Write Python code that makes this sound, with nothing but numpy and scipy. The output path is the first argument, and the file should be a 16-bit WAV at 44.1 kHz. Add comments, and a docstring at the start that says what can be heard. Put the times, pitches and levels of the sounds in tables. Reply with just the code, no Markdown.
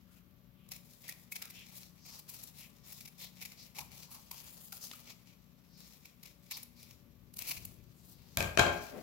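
"""A low hum and the faint rustle of a held sheet come first, in a small room; then scissors trim craft paper.
Short snips are dense clusters of snapping fibres; between them blades and fingers slide as shaped noise.
The sheet buckles with hollow pops made of short tones, and the blades shut with a dry click.
At the end the scissors are put down: a knock, then a louder clatter of noise bursts and ringing
table tones, and a hand brushes the table with a dull noise."""
import sys
import numpy as np
from scipy import signal
from scipy.fft import rfft, irfft
from scipy.io import wavfile

SR = 44100
rng = np.random.default_rng(int(sys.argv[2]) if len(sys.argv) > 2 else 0)


def unload_wav(signal):
    """Save mono or channel-first audio to the path in sys.argv[1] as 16-bit WAV at rate SR, clipped to [-1, 1]."""
    wavfile.write(
        sys.argv[1],
        SR,
        np.round(np.clip(np.atleast_2d(signal).T, -1, 1) * 32767).astype(np.int16),
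    )


N = 397782
TIME = np.arange(N) / SR


def from_db(db):
    """Turn decibels into a gain."""
    return 10 ** (np.asarray(db) / 20)


def rms_one(x):
    """Scale a sound to an average power of 1."""
    return x / np.sqrt(np.mean(x ** 2) + 1e-20)


def in_time(rows):
    """Draw straight lines between the rows of a table, giving each column at every sample."""
    seconds, *columns = np.transpose(rows)
    return [np.interp(TIME, seconds, column) for column in columns]


def at_hz(points, hz):
    """Read a table between its rows, with pitch spaced as the ear hears it (logarithmically)."""
    f, value = np.transpose(points)
    return np.interp(np.log(np.maximum(hz, 1)), np.log(f), value)


def pan(left_db):
    """Gains of left and right that differ by this many dB; positive leans left."""
    return from_db(np.array([[left_db], [-left_db]]) / 2)


def band(x, low, high, order=3):
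    """Keep only the range between two pitches in Hz."""
    sos = signal.butter(order, [low, min(high, .45 * SR)], "band", fs=SR, output="sos")
    return signal.sosfilt(sos, x)


def convolve(x, response):
    """Pass a sound through an impulse response, channel by channel."""
    return signal.fftconvolve(np.atleast_2d(x), np.atleast_2d(response), axes=1)[:, :N]


def colour(x, spectrum, size=4096):
    """Filter with the given spectrum, without sound ahead of time; white noise keeps its power."""
    hz = np.arange(size // 2 + 1) * SR / size
    cepstrum = irfft(np.log(from_db(at_hz(spectrum, hz))))
    # folding the cepstrum makes the filter respond as early as possible (minimum phase)
    cepstrum[1:size // 2] *= 2
    cepstrum[size // 2 + 1:] = 0
    response = irfft(np.exp(rfft(cepstrum)))
    return convolve(x, response / np.linalg.norm(response))


def drift(rate):
    """A random line with this many new targets per second and an average power of 1."""
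    knots = np.arange(0, N / SR + 1, 1 / rate)
    return rms_one(np.interp(TIME, knots, rng.standard_normal(len(knots))))


def stereo_noise(likeness):
    """White noise; likeness is the share of power common to both channels."""
    shared = np.clip(likeness, 0, 1)
    common = np.sqrt(shared) * rng.standard_normal(N)
    return common + np.sqrt(1 - shared) * rng.standard_normal((2, N))


# Hum of a motor in the room. Each row: pitch in Hz, level in dB before wavering and panning.
HUM = [(59.4, -86), (118.8, -76.5), (150, -75.5), (180, -72.5), (210, -82.5), (239, -79.5), (571, -89.5),
       (1152, -93.5)]
# Colour of the room's rumble and hiss. Each row: pitch in Hz, relative level in dB per Hz.
ROOM_NOISE = [(20, -33), (50, 0.5), (100, -6.5), (170, -2.5), (240, -5), (330, -13.5), (550, -18.5),
              (850, -24.5), (1100, -21), (1700, -24), (3200, -24), (6000, -32.5), (9000, -48),
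              (13000, -19.5), (16000, -28.5)]


def background(waver_db=3.0, noise_db=-67, split_hz=900):
    """Steady tones waver in level and phase over a shared rumble and a hiss that differs on each side."""
    hum = 0
    for hz, db in HUM:
        level = from_db(db + waver_db * drift(6.2))
        phase = 2 * np.pi * hz * TIME + 0.82 * drift(4.4)
        hum = hum + level * np.sqrt(2) * np.sin(phase)
    low = signal.butter(2, split_hz, fs=SR, output="sos")
    high = signal.butter(2, split_hz, "high", fs=SR, output="sos")
    rumble = signal.sosfilt(low, stereo_noise(likeness=0.69)) * pan(13.0)
    hiss = signal.sosfilt(high, stereo_noise(likeness=0.038)) * pan(1.0)
    return hum * pan(13.2) + from_db(noise_db) * colour(rumble + hiss, ROOM_NOISE)


# Hands shifting on the table edge. Each row: time in seconds, level in dB before panning.
HANDLING = [(0, -76), (3.72, -76.5), (3.83, -60), (3.98, -71), (6.55, -91), (6.85, -67), (7.2, -68),
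            (7.65, -58), (7.9, -65), (8.3, -65.5), (9.02, -65)]
# Colour of that rumble. Each row: pitch in Hz, relative level in dB per Hz.
HANDLING_COLOUR = [(30, 5), (55, 2.5), (110, 5.5), (200, -3.5), (400, -11), (650, -24.5), (2000, -45)]


def handling():
    """Hands and wrists rumble softly through the table, as dark noise that swells and fades."""
    level_db, = in_time(HANDLING)
    return from_db(level_db) * colour(stereo_noise(likeness=0.83), HANDLING_COLOUR) * pan(13.8)


# Time for the room to die away. Each row: pitch in Hz, time in seconds to fall by 60 dB.
ROOM_T60 = [(100, 0.58), (700, 0.79), (2500, 0.48), (6000, 0.39), (15000, 0.41)]


def room(x, first_echo_s=0.0081, alike_below_hz=400, count=9):
    """Blurred reflections start after the nearest wall, with their own decay in each pitch range;
    both sides are more alike in the bass."""
    age = TIME[:SR * 3 // 4]
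    edges = np.geomspace(60, 18000, count)
    tail = 0
    for low, high in zip(edges, edges[1:]):
        hz = np.sqrt(low * high)
        noise = stereo_noise(likeness=1 / (1 + (hz / alike_below_hz) ** 2))[:, :len(age)]
        tail = tail + band(noise, low, high, order=2) * from_db(-60 * age / at_hz(ROOM_T60, hz))
    tail = tail * (age > first_echo_s)
    return convolve(x, tail / np.sqrt(np.sum(tail ** 2) / 2))


# A hand brushing the table top. Each row: time in seconds, level in dB before panning.
BRUSH = [(8.88, -72), (8.93, -52.5), (8.975, -47.5), (8.992, -49), (9.02, -54)]
# Colour of the brushing. Each row: pitch in Hz, relative level in dB per Hz.
BRUSH_COLOUR = [(100, -25), (220, 6), (300, 2.5), (620, 4), (900, -8), (2000, -14.5), (8000, -33)]


def brush():
    """A hand rubs over the wood, heard as dull noise."""
    level_db, = in_time(BRUSH)
    started = TIME > BRUSH[0][0]
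    return from_db(level_db) * started * colour(stereo_noise(likeness=0.31), BRUSH_COLOUR)


# Scissors landing on the table. Each row: start in seconds, then relative levels in dB of the crack,
# the ringing, the thud (added to the lowest ringing tones) and the tick of steel.
KNOCKS = [(8.372, -3, -8.5, 10, 2), (8.4054, -3.5, -9, 2, -11), (8.426, -10, -16.5, 14.5, -10),
          (8.574, 2, -3, 1.5, -9), (8.586, -3.5, 4, -5, -10), (8.594, 6.5, -2.5, 0, -6),
          (8.599, -2.5, -31, -5, -10), (8.614, -9, -6.5, 7.5, -23), (8.634, -20, -7.5, -1, -30),
          (8.665, -9, -5, -18, -32)]
# Tones of the table top with the scissors on it.
# Each row: pitch in Hz, relative level in dB, time in seconds to fall by 60 dB.
TABLE_MODES = [(57.5, -44, .9), (87, -39, .4), (106, -45, .4), (122, -46, .35), (144, -44, .4),
               (170, -45, .5), (207, -45, .4), (238, -45, .35), (300, -47, .35), (347.5, -44, .5),
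               (414.5, -46, .6), (511, -45, .4), (562, -38, .42), (609.5, -40, .38), (663, -37, .44),
               (706, -37, .42), (845, -43, .55), (1051, -41, .36), (1141, -46, .45), (1242, -45, .45),
               (1362, -46, .37), (1491, -46, .34), (1572, -37, .49), (1610, -43, .42), (2268, -43, .42),
               (2385, -46, .38), (2599, -43, .3), (3204, -44, .35), (3760, -48, .25)]
# Colours of the crack and the tick. Each row: pitch in Hz, relative level in dB per Hz.
CRACK_COLOUR = [(100, 1), (650, -0.5), (1100, -3), (1650, 4), (1950, -4.5), (2400, 8.5), (2900, -7),
                (3200, 3.5), (3500, -9), (4000, 0), (5200, -9), (6900, -8.5), (9000, -20), (15000, -31)]
TICK_COLOUR = [(1500, -17), (4000, -4), (5500, -7), (7000, -1), (8500, -9.5), (12000, -2), (16000, -11)]


def knocks(crack_db=-20, crack_s=0.0022, rattle_db=-35, rattle_s=0.0077,
           tick_db=-23, tick_s=0.0014, thud_below_hz=280):
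    """Each landing cracks, ticks and rattles briefly, and rings the table top. Returns clatter and ringing."""
    # contact and tick add up as power
    contact, tick, rings = np.zeros(N), np.zeros(N), np.zeros((2, N))
    hz, mode_db, t60 = np.transpose(TABLE_MODES)[:, :, None]
    # low tones move both channels alike, higher ones reach them out of step
    offset = (-1) ** np.arange(len(hz))[:, None] * np.minimum(hz / 1100, .85)
    for s, level_db, ring_db, thud_db, steel_db in KNOCKS:
        start = int(s * SR)
        age = TIME[:N - start]
        contact[start:] += (from_db(level_db + crack_db) * np.exp(-age / crack_s)) ** 2
        contact[start:] += (from_db(level_db + rattle_db) * np.exp(-age / rattle_s)) ** 2
        tick[start:] += (from_db(steel_db + tick_db) * np.exp(-age / tick_s)) ** 2
        start_db = ring_db + mode_db + thud_db * (hz < thud_below_hz) + rng.normal(0, 1, hz.shape)
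        strength = from_db(start_db - 60 * age / t60)
        # the spot that is struck decides which way each tone starts; here that is random
        strength = strength * rng.choice([-1, 1], hz.shape)
        for channel, side in enumerate((1, -1)):
            tones = strength * np.sin(2 * np.pi * hz * age + side * offset)
            rings[channel, start:] += np.sum(tones, axis=0)
    crack = colour(np.sqrt(contact) * stereo_noise(likeness=0.24), CRACK_COLOUR)
    steel = colour(np.sqrt(tick) * stereo_noise(likeness=0.32), TICK_COLOUR)
    return crack * pan(6.0) + steel * pan(3.5), rings * pan(4.8)


# Resonances that the juddering scissors keep alive.
# Each row: pitch in Hz, width in Hz, relative level in dB, decay in seconds (to about a third).
JUDDER = [(380, 160, -7, 0.056), (658, 160, -0.5, 0.081), (1050, 300, -4, 0.076), (1593, 50, -2.5, .075),
          (2320, 340, -7, 0.067)]


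def shudder(level_db=-35):
    """After each landing the loose scissors judder on the wood, as narrow noise that dies away."""
    out, noise = 0, stereo_noise(likeness=0.11)
    landings = np.zeros(N)
    for s, _, ring_db, _, _ in KNOCKS:
        landings[int(s * SR)] = from_db(ring_db + level_db) ** 2
    for hz, width, db, decay_s in JUDDER:
        power = signal.lfilter([1], [1, -np.exp(-2 / (decay_s * SR))], landings)
        resonance = rms_one(band(noise, hz - width / 2, hz + width / 2, order=2))
        out = out + from_db(db) * np.sqrt(power) * resonance
    return out


# Smooth strokes of fingers along the sheet.
# Each row: centre in seconds, length in seconds, level in dB before panning, pitch of the hiss in Hz.
STROKES = [(0.137, .15, -78, 1400), (.65, 0.16, -75.5, 2900), (1.447, 0.083, -66, 1340),
           (1.593, 0.081, -56, 2810), (2.11, 0.16, -59.5, 5260), (2.14, .12, -70, 990),
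           (2.629, 0.083, -61.5, 2580), (3.238, 0.072, -54.5, 3930), (3.612, 0.066, -57.5, 4840),
           (3.806, 0.065, -58, 885), (4.148, 0.11, -64, 960), (4.339, 0.029, -63.5, 930),
           (4.842, 0.049, -50.5, 5600), (5.798, 0.15, -65, 4800), (6.542, 0.048, -48.5, 4500),
           (6.55, 0.065, -66, 945), (6.813, 0.089, -64, 4840), (8.006, 0.11, -74, 7360),
           (8.152, 0.32, -73, 4430)]


def swell(centre, length):
    """A bell-shaped burst, at half its height at both ends of the length."""
    return 1 / (1 + ((TIME - centre) / (0.5 * length)) ** 4)


def strokes(width=1.202):
    """Skin gliding over paper hisses in one broad band."""
    noise = stereo_noise(likeness=0.32)
    out = 0
    for centre, length, db, hz in STROKES:
        hiss = rms_one(band(noise, hz / width, hz * width, order=2))
        out = out + from_db(db) * swell(centre, length) * hiss
    return out


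# The stiff sheet buckling with a hollow pop. Each row: start in seconds, relative level in dB, pitch in Hz.
BUCKLES = [(.719, -59, 860), (1.09, -39, 1904), (1.322, -35, 2220), (3.787, -41, 850), (4.312, -45.5, 950),
           (4.725, -46.5, 1380), (4.731, -49.5, 770), (4.935, -47.5, 1260), (6.513, -52, 900),
           (6.571, -52, 910)]


def buckles(t60=0.041, split=1.144, level_db=-2):
    """A buckle sets a close pair of sheet tones ringing briefly."""
    out = np.zeros(N)
    age = TIME[:SR // 10]
    for s, db, hz in BUCKLES:
        start = int(s * SR)
        pair = np.sin(2 * np.pi * hz * age) - .5 * np.sin(2 * np.pi * hz * split * age)
        out[start:start + len(age)] += from_db(db + level_db - 60 * age / t60) * pair
    return out


# Colour of the closing click. Each row: pitch in Hz, relative level in dB per Hz.
SHUT_COLOUR = [(300, -10), (1200, -8), (2200, -5), (3200, 3), (4200, -6), (7000, -10), (16000, -22)]


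def shut(start_s=4.9135, level_db=-38.5, decay_s=0.0027):
    """The blades meet their stop at the end of the long cut, with one dry click of fading noise."""
    age = TIME - start_s
    fade = (age > 0) * np.exp(-np.abs(age) / decay_s)
    return from_db(level_db) * colour(fade * stereo_noise(likeness=0.48), SHUT_COLOUR)


# Pitch ranges of flap, body, rasp and hiss of the paper. Each row: low edge in Hz, high edge in Hz.
PAPER_BANDS = [(400, 1500), (1500, 3500), (3500, 8000), (8000, 16000)]


def fibres(per_s, spread_db, spectrum, likeness=0.2, count=2):
    """Fibres snap at random with uneven force, unequally to both sides; gives one signal per paper range."""
    force = from_db(spread_db * np.minimum(rng.exponential(1, N), 4))
    snaps = rng.random(N) < per_s / SR
    left, right = force * snaps * stereo_noise(likeness)
    # the left microphone is a few samples further away
    crackle = colour([np.roll(left, count), right], spectrum)
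    return [rms_one(band(crackle, low, high)) for low, high in PAPER_BANDS]


# How strongly brightness tilts flap, body, rasp and hiss: one factor for each.
BAND_TILT = [-0.3, -1.15, -0.018, 0.89]


def band_levels(level_db, brightness, balance_db):
    """Gains of the four paper ranges, as a column."""
    return from_db(level_db + np.array(balance_db) + brightness * np.array(BAND_TILT))[:, None]


# Blades and paper sliding on each other as the scissors close or open; the last row is a dull rustle after the
# scissors land. # Each row: start in seconds, length in seconds, relative level in dB, brightness in dB per
# tilt step (scaled by BAND_TILT).
SLIDES = [(.1, 0.071, -71, 1), (0.707, 0.048, -57, 0.5), (.84, 0.4, -69, 5.5), (1.03, 0.077, -62, -4),
          (1.315, 0.25, -63, -0.5), (1.53, 0.21, -62, -0.5), (1.711, 0.15, -61.5, 3.5),
          (2.047, .14, -58, 2), (2.275, 0.21, -59.5, 3), (2.54, 0.1, -59, 3), (2.835, .18, -59.5, 3),
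          (3.178, 0.068, -55, 2), (3.359, 0.17, -62, -1), (3.569, 0.084, -61, 0), (3.745, 0.066, -54, 1),
          (3.903, 0.13, -57.5, 2), (4.105, 0.18, -64.5, 4.5), (4.3, 0.28, -59.5, 3.5),
          (4.594, 0.074, -59, 7.5), (4.719, 0.051, -55.5, 4.5), (4.807, 0.066, -56, 6.5),
          (4.894, 0.11, -59.5, 0.5), (5.051, 0.052, -56.5, -0.5), (5.245, 0.084, -69.5, -2),
          (5.767, 0.19, -64, 1.5), (6.018, 0.1, -69, 0), (6.23, 0.052, -62.5, -0.5), (6.425, 0.035, -68, 3),
          (6.51, 0.1, -58.5, 2.5), (6.757, 0.19, -65, 1), (7.39, 0.17, -52.5, 1), (7.6, 0.12, -66.5, 3.5),
          (8.044, 0.084, -72, 12.5), (8.715, 0.18, -56.5, -1)]
# The faint rustle of the sheet being held and turned. Each row: time in seconds, relative level in dB.
GRIP = [(0, -80.5), (.6, -86), (.8, -74.5), (3.7, -74), (5.0, -70), (5.5, -79.5), (6.0, -75), (7.2, -81),
        (7.8, -76.5), (8.3, -70), (9.02, -65.5)]
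# Balance of a slide and of the held sheet: relative levels in dB of flap, body, rasp and hiss.
SLIDE_BANDS_DB = [-9.5, -1.5, .5, 0]
GRIP_BANDS_DB = [-4.5, -2, 0.5, 0.5]


def slide_envelopes(attack_s=0.0093, release_s=0.03, sag_db_per_s=9.5):
    """Each slide swells, sags and dies away over the rustle of the grip; one envelope per paper range."""
    grip_db, = in_time(GRIP)
    power = (band_levels(0, 0, GRIP_BANDS_DB) * from_db(grip_db)) ** 2
    for s, length, level_db, brightness in SLIDES:
        start = int(s * SR)
        age = TIME[:min(SR, N - start)]
        shape = (1 - np.exp(-age / attack_s)) * np.exp(-np.maximum(age - length, 0) / release_s)
        shape = shape * from_db(-sag_db_per_s * age)
        levels = band_levels(level_db, brightness, SLIDE_BANDS_DB)
        power[:, start:start + len(age)] += (levels * shape) ** 2
    return np.sqrt(power)


def catches(per_s=22, catch_db=-3.0, decay_s=0.004):
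    """The edge catches on the paper at random; each catch lifts the friction for a moment."""
    jolts = (rng.random(N) < per_s / SR) * rng.random(N)
    # the tiny constant keeps the filter away from vanishingly small numbers
    lift = signal.lfilter([1], [1, -np.exp(-1 / (decay_s * SR))], jolts + 1e-18)
    return 1 + from_db(catch_db) * lift


# Colour of the fine friction. Each row: pitch in Hz, relative level in dB per Hz.
SLIDE_COLOUR = [(300, -14), (550, -11), (950, -13), (1550, -16), (1950, -1), (2350, 2), (2900, -3),
                (3600, -3.5), (4300, -3), (5400, 0.5), (7000, -3.5), (8900, -15), (11400, -8),
                (16000, -7.5)]
# Colour of coarse crackles and of the bites. Each row: pitch in Hz, relative level in dB per Hz.
SNIP_COLOUR = [(300, -16.5), (900, -12), (1500, -11.5), (1900, -2), (2300, 11), (2750, 3), (3300, -7),
               (4300, -2), (5500, 1), (7000, -5.5), (8800, -17.5), (10500, -8.5), (13000, -8), (16000, -9)]


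def sliding(gain_db=-2.0, flutter_db=1.86, coarse_db=-4, patchy_db=1.2):
    """Fine friction with fewer, coarser crackles; the grip flutters, the edge catches
    and the colour shifts as the sheet bends."""
    fine = np.array(fibres(per_s=14000, spread_db=-0.5, spectrum=SLIDE_COLOUR))
    coarse = np.array(fibres(per_s=600, spread_db=1.8, spectrum=SNIP_COLOUR))
    grains = fine + from_db(coarse_db) * coarse
    rustle = 0
    for envelope, grain in zip(slide_envelopes(), grains):
        rustle = rustle + envelope * grain * from_db(patchy_db * drift(25))
    return rustle * catches() * from_db(gain_db + flutter_db * drift(90))


# Blades biting through the sheet. # Each row: centre in seconds, length in seconds, relative level in dB,
# brightness in dB per tilt step (scaled by BAND_TILT).
SNIPS = [(.69, .004, -59.5, 5), (.721, 0.0088, -45.5, 0.5), (0.764, 0.0074, -54, 1.5),
         (1.082, .003, -50, 4), (1.094, 0.01, -47, 3.5), (1.125, 0.0036, -50.5, -1),
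         (1.325, 0.0084, -47, 6.5), (1.362, 0.01, -44, 0.5), (1.424, 0.0063, -43, 0),
         (1.455, 0.0043, -50.5, 1.5), (1.506, .008, -51.5, 3), (1.779, 0.016, -56.5, 4.5),
         (2.195, .009, -54.5, 4.5), (2.297, 0.011, -52, 5.5), (2.347, 0.012, -54, 4),
         (2.439, 0.0074, -53.5, 9), (2.927, 0.0085, -51.5, 4.5), (3.009, .005, -53.5, 1.5),
         (3.058, 0.0074, -51.5, 0.5), (3.082, .009, -54, 0.5), (3.424, 0.016, -49, -0.5),
         (3.457, 0.009, -48, -0.5), (3.52, 0.0044, -54.5, -1), (3.79, 0.0062, -41.5, -0.5),
         (4.123, 0.022, -57, 4.5), (4.15, 0.013, -54.5, 2), (4.315, 0.0044, -43, 2),
         (4.727, 0.0052, -46, 2), (4.936, 0.0085, -54.5, -1), (6.057, 0.0053, -53, -1),
         (6.235, .007, -55.5, 1.5), (6.26, 0.0052, -52.5, -1), (6.513, .005, -41.5, 1),
         (6.52, 0.0099, -44, -1), (6.574, 0.0079, -46.5, 1), (6.633, .005, -52, 8),
         (6.831, 0.0034, -54.5, 3.5), (7.341, 0.0053, -58, 5.5), (7.37, 0.0087, -53, 5),
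         (7.391, 0.0072, -45.5, 5), (7.422, 0.0054, -47.5, 2.5), (7.491, 0.024, -43, 3.5),
         (7.516, 0.011, -40, 0), (7.574, 0.013, -50.5, -1), (7.654, 0.0054, -52, 11)]
# Balance of a bite: relative levels in dB of flap, body, rasp and hiss.
SNIP_BANDS_DB = [-12, 0, 1, 2.5]


def snips():
    """Each bite of the blades bursts a dense cluster of fibres, rising and falling within milliseconds."""
    envelopes = np.zeros((len(PAPER_BANDS), N))
    for centre, length, level_db, brightness in SNIPS:
        near = slice(int((centre - .05) * SR), int((centre + .05) * SR))
        away = np.abs(TIME[near] - centre) / max(length / 2, 1e-4)
        # a rounded top with exponential flanks
        fall = np.minimum(away ** 2, 2 * away)
        burst = from_db(-4.0 * fall)
        envelopes[:, near] += (band_levels(level_db, brightness, SNIP_BANDS_DB) * burst) ** 2
    grains = fibres(per_s=11000, spread_db=3.5, spectrum=SNIP_COLOUR)
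    return sum(np.sqrt(power) * grain for power, grain in zip(envelopes, grains))


# Extra path of the echo off the table as the hands move. Each row: time in seconds, path in metres.
ECHO_PATH = [(0, 0.17), (1.15, 0.24), (2.1, 0.19), (3.05, 0.23), (4.6, 0.1724), (6.4, 0.23), (7.5, 0.19)]


def table_echo(x, strength=0.18, side_shift=0.089):
    """The far face of the sheet sounds in opposite phase; its echo off the table weakens some pitches
    and lifts others, shifting with the hands."""
    path, = in_time(ECHO_PATH)
    delay = path / 343  # speed of sound in metres per second
    # the right channel hears the echo slightly later
    echo = [np.interp(TIME - delay * (1 + side * side_shift), TIME, channel)
            for side, channel in zip((0, 1), x)]
    return (x - strength * np.array(echo)) / np.sqrt(1 + strength ** 2)


def scene(paper_room_db=-12, clatter_room_db=-4, ring_room_db=-15):
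    """Paper and scissors are close by and to the left, with room reflections and background."""
    cutting = table_echo(snips() * pan(3.4) + sliding() * pan(5.6))
    paper = cutting + (strokes() + buckles() + shut()) * pan(4.2)
    clatter, rings = knocks()
    to_room = from_db(paper_room_db) * paper + from_db(clatter_room_db) * clatter
    reflections = room(to_room + from_db(ring_room_db) * rings)
    landing = clatter + rings + shudder() * pan(5.7)
    return paper + landing + reflections + brush() * pan(6.3) + handling() + background()


def record(dry, bass_cut_hz=42, top_cut_hz=15800):
    """The microphone loses the deep bass; the top is cut steeply."""
    thin = signal.sosfilt(signal.butter(4, bass_cut_hz, "high", fs=SR, output="sos"), dry)
    return signal.sosfilt(signal.ellip(10, .2, 70, top_cut_hz, fs=SR, output="sos"), thin)


dry = scene()
out = record(dry)
unload_wav(out)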